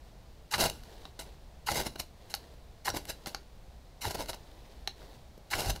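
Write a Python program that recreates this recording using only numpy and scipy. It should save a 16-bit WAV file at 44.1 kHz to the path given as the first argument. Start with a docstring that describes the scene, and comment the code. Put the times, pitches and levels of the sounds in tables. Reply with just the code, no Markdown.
"""Under a porch, at a table with tinder, soft outdoor rumble and faint recorder hiss and whine run throughout.
Sleeves rustle from the start, as coloured noise that follows the arms; at 0.5 s a knife first meets a ferro rod.
Each of five strokes skims as random chips, bites as a run of jolts through steel resonances, then rasps unevenly
while low-band noise puffs from the fist. Then the blade clicks back onto the rod, as short bursts and damped rings,
and at times slides to rest. Sparse random echoes of the knife return from table, body, walls and roof."""
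import sys
import numpy as np
from scipy import signal
from scipy.fft import rfft, irfft
from scipy.io import wavfile
from scipy.ndimage import uniform_filter1d, map_coordinates

SR = 44100
rng = np.random.default_rng(int(sys.argv[2]) if len(sys.argv) > 2 else 0)


def store_wav(level_fs):
    """Save 16-bit WAV to argv[1]."""
    pcm = np.round(np.clip(np.atleast_2d(level_fs), -1, 1) * 32767)
    wavfile.write(sys.argv[1], SR, pcm.T.astype(np.int16))


N = 255780
TIME = np.arange(N) / SR  # s


def amp(db):
    """Decibels to pressure gain."""
    return 10 ** (np.asarray(db) / 20)


def unit(x):
    """Scales to an rms of 1 over the whole array."""
    return x / np.sqrt(np.mean(x ** 2) + 1e-20)


def read(points, hz):
    """Joins (f/Hz, value) points on a log-frequency axis."""
    f, value = np.transpose(points)
    return np.interp(np.log(hz + 1), np.log(f), value)


def add(mix, s, sound):
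    """Mixes a sound in at time s."""
    part = mix[max(round(s * SR), 0):][:len(sound)]
    part += sound[:len(part)]


def colour(points, modes=(), tilt_db=0, size=4096):
    """Causal impulse response of energy 1: a smooth spectrum, resonances and a tilt in dB per octave."""
    hz = abs(np.fft.fftfreq(size, 1 / SR))
    db = read(points, hz) + tilt_db * np.log2(np.maximum(hz, 300))  # no tilt below 300 Hz
    for centre, width, lift in modes:
        db = db + lift / (1 + (2 * (hz - centre) / width) ** 2)
    # the phase follows from the log magnitude, so nothing sounds before the blow
    spectrum = np.exp(signal.hilbert(np.log(amp(db))).conj())
    response = np.fft.ifft(spectrum).real[:size // 2]
    return response / np.linalg.norm(response)


def through(x, response):
    """Passes a whole track through an impulse response."""
    return signal.oaconvolve(x, response)[:N]


def wander(rate_hz):
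    """Random drift of rms 1, in straight lines between rate_hz new values a second."""
    knots = rng.standard_normal(N // 8)
    return unit(np.interp(TIME * rate_hz, np.arange(len(knots)), knots))


def gate(t, length, rise, release):
    """Rises from t = 0, starts to die away once length has passed; all in s."""
    return np.clip(t / rise, 0, 1) * np.exp(-np.maximum(t - length, 0) / release)


# open air beyond the porch, its spectrum: f/Hz, relative level/dB
OUTDOOR_SPECTRUM = [(12, -5), (22, -0.5), (62, 2.5), (95, -10.5), (120, -8.5), (200, -14.5), (290, -20.5),
                    (700, -18.5), (1000, -25), (1300, -30), (3000, -33.5), (4100, -31.5), (8000, -41.5),
                    (15500, -49.5)]


def outdoors(level_db=-52, swell_db=-0.13, swell_hz=4):
    """Distant rumble and faint hiss: shaped noise whose level drifts very slightly."""
    gain = amp(read(OUTDOOR_SPECTRUM, np.fft.rfftfreq(N, 1 / SR)))
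    air = irfft(rfft(rng.standard_normal(N)) * gain, N)
    return amp(level_db) * unit(air * amp(swell_db * wander(swell_hz)))


# arms drawing back and resetting: t/s, length/s, relative level/dB
ARM_MOVES = [(0, 0.083, -70), (0.813, .23, -59.5), (1.186, 0.11, -62.5), (2.14, 0.27, -65.5),
             (2.332, 0.18, -64.5), (2.957, 0.41, -64.5), (4.29, 0.52, -65), (4.927, 0.22, -61),
             (5.597, 0.13, -59)]
# grainy upper cloth sound: f/Hz, relative level/dB per Hz
SWISH_SPECTRUM = [(300, -17), (1200, -3.5), (1900, 0.5), (2400, -6), (4000, 0.5), (5600, -7.5), (8000, -14),
                  (15000, -25)]
# soft, dull rubbing below it: f/Hz, relative level/dB per Hz
RUB_SPECTRUM = [(80, -12), (250, -2), (450, 1), (750, -3), (1000, -6.5), (1400, -26), (4000, -26.5)]


def sleeves(rise_s=0.084, release_s=0.071, rest_db=-78, swish_db=-1, rub_db=3,
            flutter_db=0.95, flutter_hz=50, fibre_db=3, fibre_hz=900):
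    """Cloth and wool rub as the arms move: fluttering noise, grainy in its upper part."""
    power = amp(rest_db) ** 2 * np.ones(N)
    for s, length, db in ARM_MOVES:
        power += (amp(db) * gate(TIME - s, length, rise_s, release_s)) ** 2
    motion = np.sqrt(power)
    flutter = amp(flutter_db * wander(flutter_hz))
    fibres = unit(flutter * rng.standard_normal(N) * amp(fibre_db * wander(fibre_hz)))
    swish = through(fibres * motion, colour(SWISH_SPECTRUM))
    cloth = unit(flutter * rng.standard_normal(N))
    rub = through(cloth * motion, colour(RUB_SPECTRUM))
    return amp(swish_db) * swish + amp(rub_db) * rub


# five strokes, each a light skim and then a rasp down the rod: t/s, skim length/s, relative skim level/dB,
# wait until the rasp/s, rasp length/s, relative rasp level/dB, relative level of the stopping puff/dB
STROKES = [(0.507, .048, -39, .071, 0.079, -34.5, -44), (1.66, .066, -38.5, 0.069, 0.079, -39, -46),
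           (2.845, 0.047, -39.5, 0.086, 0.039, -43.5, -45), (4.007, .076, -42.5, 0.077, 0.091, -61, -43),
           (5.5, 0.056, -40, 0.068, 0.121, -43.5, -29)]
# edge snagging, swelling to a peak and letting go: peak t/s, swell/s, relative level/dB, depth of cut/dB
SNAGS = [(0.582, 0.0014, -28.5, 2), (0.611, 0.0079, -25.5, -16), (0.661, 0.005, -30, 4),
         (0.700, 0.0013, -32.5, -11), (1.773, 0.0036, -29, -12), (1.801, 0.0037, -31, 0.5),
         (1.866, 0.0094, -37, 4.5), (1.96, .002, -47, 14.5), (2.001, 0.0059, -33, -4),
         (2.970, 0.0044, -34, 3.5), (3.054, 0.0012, -42, -3), (3.1, 0.01, -36, -0.5),
         (4.111, 0.0088, -37.5, 3), (4.151, 0.0055, -37, 8.5), (4.206, 0.019, -41.5, 8),
         (4.260, 0.0018, -49, 11), (4.296, 0.0086, -37, 2), (4.344, 0.005, -47.5, 8),
         (5.599, 0.024, -35, 4.5), (5.703, 0.0069, -30.5, 2), (5.761, .008, -47.5, 7)]
# blade landing on the rod again and sliding to rest: t/s, relative level/dB, depth of cut/dB
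SLIDES = [(1.19, -41.5, 2), (2.297, -47, -10), (3.266, -41, 3)]


def pulls(thin_db=-23, deep_db=4.5, dig_s=0.054, trail_db=-16, trail_s=0.092, let_go=0.99):
    """Every contact of edge and rod as (t/s, force over time, depth of cut/dB); depth sets body and sparks."""
    t = np.arange(SR // 2) / SR
    digging = np.interp(t, [0, dig_s], [thin_db, deep_db])  # the cut deepens as the edge digs in
    for s, skim_s, skim_db, wait, rasp_s, rasp_db, _ in STROKES:
        yield s, amp(skim_db) * gate(t, skim_s, 0.012, 0.011), digging
        rasp = gate(t, rasp_s, 0.017, 0.016)
        trail = amp(trail_db) * gate(t, rasp_s, 0.017, trail_s)  # the last chips trail off
        yield s + wait, amp(rasp_db) * np.hypot(rasp, trail), deep_db
    from_peak = t - t.mean()
    for s, swell, db, depth_db in SNAGS:
        # let_go is the fall time as a share of the swell
        snag = np.exp(-np.maximum(-from_peak, from_peak / let_go) / swell)
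        yield s - t.mean(), amp(db) * snag, depth_db
    for s, db, depth_db in SLIDES:
        yield s, amp(db) * gate(t, 0.0033, 0.004, 0.021), depth_db


def travel(x, echo=0.45, delay_s=0.00071, drift=0.227, drift_hz=22):
    """Waves return from the rod's end; the delay drifts as the edge moves, so resonances shift."""
    late = delay_s * np.exp(drift * wander(drift_hz))
    returned = map_coordinates(x, [(TIME - late) * SR], order=3)
    return (x - echo * returned) / np.sqrt(1 + echo ** 2)


# resonances of the hand-held knife and rod, shared by rasps, bites and knocks: f/Hz, width/Hz, lift/dB
STEEL_MODES = [(1462, 480, 15.5), (2097, 320, 11), (2844, 410, 12.5), (3960, 395, 10.5), (4500, 500, 8.5),
               (5290, 620, 6.5), (6180, 380, 4.5), (7020, 1800, 3.5), (10100, 570, 5), (12700, 790, 4)]
# colour of the fine chips, under the resonances: f/Hz, relative level/dB per Hz
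GRIT_SPECTRUM = [(100, -15), (550, -5.5), (900, 5.5), (1250, -7), (2200, -4), (3400, 1), (5000, 1),
                 (8400, 1.5), (11500, 2), (13500, 0), (16500, -12)]
# low colour of the shaken knife, under the resonances: f/Hz, relative level/dB per Hz
BODY_SPECTRUM = [(25, 9), (70, 11.5), (210, 5.5), (330, 8), (500, 9), (740, 10.5), (980, 4.5), (1170, -13),
                 (2500, -14), (6000, -13), (15000, -75)]
# fizz of burning chips: f/Hz, relative level/dB per Hz
SPARK_SPECTRUM = [(1000, -22), (6000, -7), (10000, -16), (14000, -9), (16500, 12)]


def rasps(chips_per_s=8000, spread_db=2.5, slip_db=2.0, slip_hz=450,
          grit_db=1.5, body_db=-1.68, spark_db=-11):
    """The edge tears tiny chips off the rod in uneven slips; a deep cut also shakes the knife and sprays sparks."""
    force_power, depth_power = np.zeros(N), np.zeros(N)
    for s, pull, depth_db in pulls():
        add(force_power, s, pull ** 2)
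        add(depth_power, s, (pull * amp(depth_db)) ** 2)
    sizes = amp(spread_db * np.minimum(rng.exponential(1, (3, N)), 3))
    struck = rng.random((3, N)) < chips_per_s / SR
    chips = sizes * rng.choice([-1, 1], (3, N)) * struck
    fine, coarse, burning = unit(chips * amp(slip_db * wander(slip_hz)))
    grit = travel(through(fine * np.sqrt(force_power), colour(GRIT_SPECTRUM, STEEL_MODES)))
    body = through(coarse * np.sqrt(depth_power), colour(BODY_SPECTRUM, STEEL_MODES))
    fizz = through(burning * np.sqrt(depth_power), colour(SPARK_SPECTRUM))
    return amp(grit_db) * grit + amp(body_db) * body + amp(spark_db) * fizz


# edge digging in, once in each stroke: t/s, length/s, relative level/dB, mid slip rate f/Hz, tilt/dB per octave
BITES = [(0.534, 0.013, -27.5, 1200, 5), (1.684, 0.0075, -27.5, 1010, -1), (2.872, 0.013, -30, 960, -2),
         (4.043, 0.011, -34, 850, -3.5), (5.529, .0095, -27, 1400, 2.5)]
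# colour of the chatter, under the resonances: f/Hz, relative level/dB per Hz
CHATTER_SPECTRUM = [(100, -47), (300, -7.5), (460, 2), (630, -26), (800, 14), (1000, 4), (1280, -11.5),
                    (1850, -2), (2400, -13), (4000, -14), (7000, -26), (15000, -39)]


def bites(jitter=0.087, climb_per_s=9, rough=0.72, rise=0.0042, release=0.0029, level_db=1.0,
          squawk_db=-3, from_ratio=0.892, to_ratio=1.4, waver=0.24):
    """Stick and slip: an uneven, quickening run of jolts rings the steel, with a squawk that climbs."""
    out, t = np.zeros(N), np.arange(SR // 20) / SR
    # a weaker judder of 16 ms leads into each bite
    judders = [(s - 0.016, 0.016, db - 13.5, 878, -2.5) for s, _, db, _, _ in BITES]
    for s, length, db, slip_hz, tilt_db in judders + BITES:
        steps, sizes = rng.standard_normal((2, 80))
        speed_hz = slip_hz * np.exp(climb_per_s * (np.arange(len(steps)) / slip_hz - length / 2))
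        at = np.cumsum(np.exp(jitter * steps) / speed_hz)
        jolts = np.bincount((at * SR).astype(int), np.exp(rough * sizes), len(t))[:len(t)]
        drive = unit(jolts - jolts.mean()) + rough * rng.standard_normal(len(t))
        grip = gate(t, length, rise, release)
        chatter = signal.fftconvolve(drive * grip, colour(CHATTER_SPECTRUM, STEEL_MODES, tilt_db))
        chatter *= np.linalg.norm(grip) / np.linalg.norm(chatter)
        add(out, s, amp(db + level_db) * chatter)
        # the free length of rod shortens, so its squawk climbs; a dull contact excites it less
        unsteady = np.exp(waver * unit(uniform_filter1d(rng.standard_normal(len(t)), size=20)))
        squawk_hz = slip_hz * np.interp(t, [0, length], [from_ratio, to_ratio]) * unsteady
        squawk = unit(np.sin(2 * np.pi * np.cumsum(squawk_hz) / SR))
        add(out, s, amp(db + squawk_db + 2 * min(tilt_db, 0)) * grip * squawk)
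    return out


def puffs(low_hz=33, high_hz=108, level_db=-3.0, push_db=-38, push_s=0.02, brake_s=0.03, fade_s=0.06):
    """The fist shoves air as each rasp starts and stops: low eddies as band-limited noise."""
    power = np.zeros(N)
    for s, _, _, wait, rasp_s, _, stop_db in STROKES:
        rasp_start = s + wait
        power += amp(push_db) ** 2 * np.exp(-((TIME - rasp_start) / push_s) ** 2)
        braking = TIME - (rasp_start + rasp_s - brake_s)
        power += (amp(stop_db) * gate(braking, brake_s, brake_s, fade_s)) ** 2
    band = signal.butter(2, [low_hz, high_hz], "band", fs=SR, output="sos")
    eddies = signal.sosfilt(band, rng.standard_normal(N))
    return amp(level_db) * np.sqrt(power) * unit(eddies)


# blade knocking on the rod: t/s, relative level/dB, tilt/dB per octave, ring of the touched spot f/Hz,
# ring level against the knock's relative level/dB
KNOCKS = [(0.835, -54, 5.5, 4000, -27), (1.054, -46.5, -1.5, 3880, 4), (1.198, -63.5, -9, 8140, 23),
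          (2.340, -31, 3, 4380, 2), (2.349, -38, 9, 4160, -10), (2.902, -36.5, 1.5, 5640, 5.5),
          (2.942, -38.5, -14.5, 597, 1), (3.26, -38, 2, 4100, -21), (3.347, -33.5, 1.5, 5460, -5),
          (4.332, -42.5, 0.5, 3950, -7), (4.875, -33, 2, 4110, 5), (5.019, -54, -11, 1480, 0),
          (5.378, -64, 11, 455, 17)]
# colour of the click, under the resonances: f/Hz, relative level/dB per Hz
CLACK_SPECTRUM = [(100, -13.5), (380, 11), (570, 5), (780, 18), (1050, 3.5), (1450, -3.5), (2200, -6),
                  (4200, -4), (6100, -6), (7300, -12), (12500, -13), (15500, -31)]
# partials of a touched spot: ratio to its f, relative level/dB
SPOT_PARTIALS = [(.87, -9), (1, 6.5), (1.11, -23), (1.31, -7.5)]


def knocks(contact_s=0.0027, crunch=1.0, ring_t60_s=0.016, clack_db=24.5, ring_db=-1):
    """Steel meets rod: a click with a brief crunch, and a ring that the hands damp quickly."""
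    out, t = np.zeros(N), np.arange(SR // 12) / SR
    damping = np.exp(-np.log(1000) * t / ring_t60_s)
    for s, db, tilt_db, spot_hz, spot_db in KNOCKS:
        blow = crunch * rng.standard_normal(len(t)) * np.exp(-t / contact_s)
        blow[0] += 1
        clack = signal.fftconvolve(blow, colour(CLACK_SPECTRUM, STEEL_MODES, tilt_db))
        add(out, s, amp(db + clack_db) * clack / np.linalg.norm(clack))
        ring = sum(amp(partial_db) * np.sin(2 * np.pi * ratio * spot_hz * t)
                   for ratio, partial_db in SPOT_PARTIALS)
        add(out, s, amp(db + spot_db + ring_db) * ring * damping)
    return out


# how long walls and roof hold the sound: f/Hz, t60/s
PORCH_T60 = [(150, 0.76), (800, 0.079), (4000, 0.21), (9000, 0.084), (15000, 0.032)]


def porch(x, near_db=-13, near_t60_s=0.2, tail_db=-19, delay_s=0.00492):
    """Sparse reflections from table and body, and a fainter tail from walls and roof that decays by frequency."""
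    t = np.arange(SR // 2) / SR
    # no echo before 4.92 ms, a path about 1.7 m longer than the direct one
    arrivals = (rng.random((2, len(t))) < .12) * (t > delay_s)
    near, far = rng.standard_normal((2, len(t))) * arrivals
    near = near * np.exp(-np.log(1000) * t / near_t60_s)
    hz, age, z = signal.stft(far, SR, nperseg=256)
    decay = np.exp(-np.log(1000) * age / read(PORCH_T60, hz)[:, None])
    far = signal.istft(z * decay, SR, nperseg=256)[1][:len(t)]
    near_part = amp(near_db) * near / np.linalg.norm(near)
    far_part = amp(tail_db) * far / np.linalg.norm(far)
    return through(x, near_part + far_part)


def scene():
    """Open air, moving arms, and the knife on the rod with its reflections, in one channel."""
    surroundings = outdoors() + sleeves()
    knife = rasps() + bites() + knocks()
    return (surroundings + knife + puffs() + porch(knife))[None]


def record(dry, hiss_db=-76, whine_hz=14230, whine_db=-90, edge_hz=15750):
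    """The recorder adds its own faint hiss and whine, then cuts everything above edge_hz."""
    hiss = amp(hiss_db) * rng.standard_normal(N)
    whine = amp(whine_db) * unit(np.sin(2 * np.pi * whine_hz * TIME))
    lowpass = signal.firwin(401, edge_hz, window=("kaiser", 9), fs=SR)
    return signal.oaconvolve(dry + hiss + whine, lowpass[None], "same")


dry = scene()
out = record(dry)
store_wav(out)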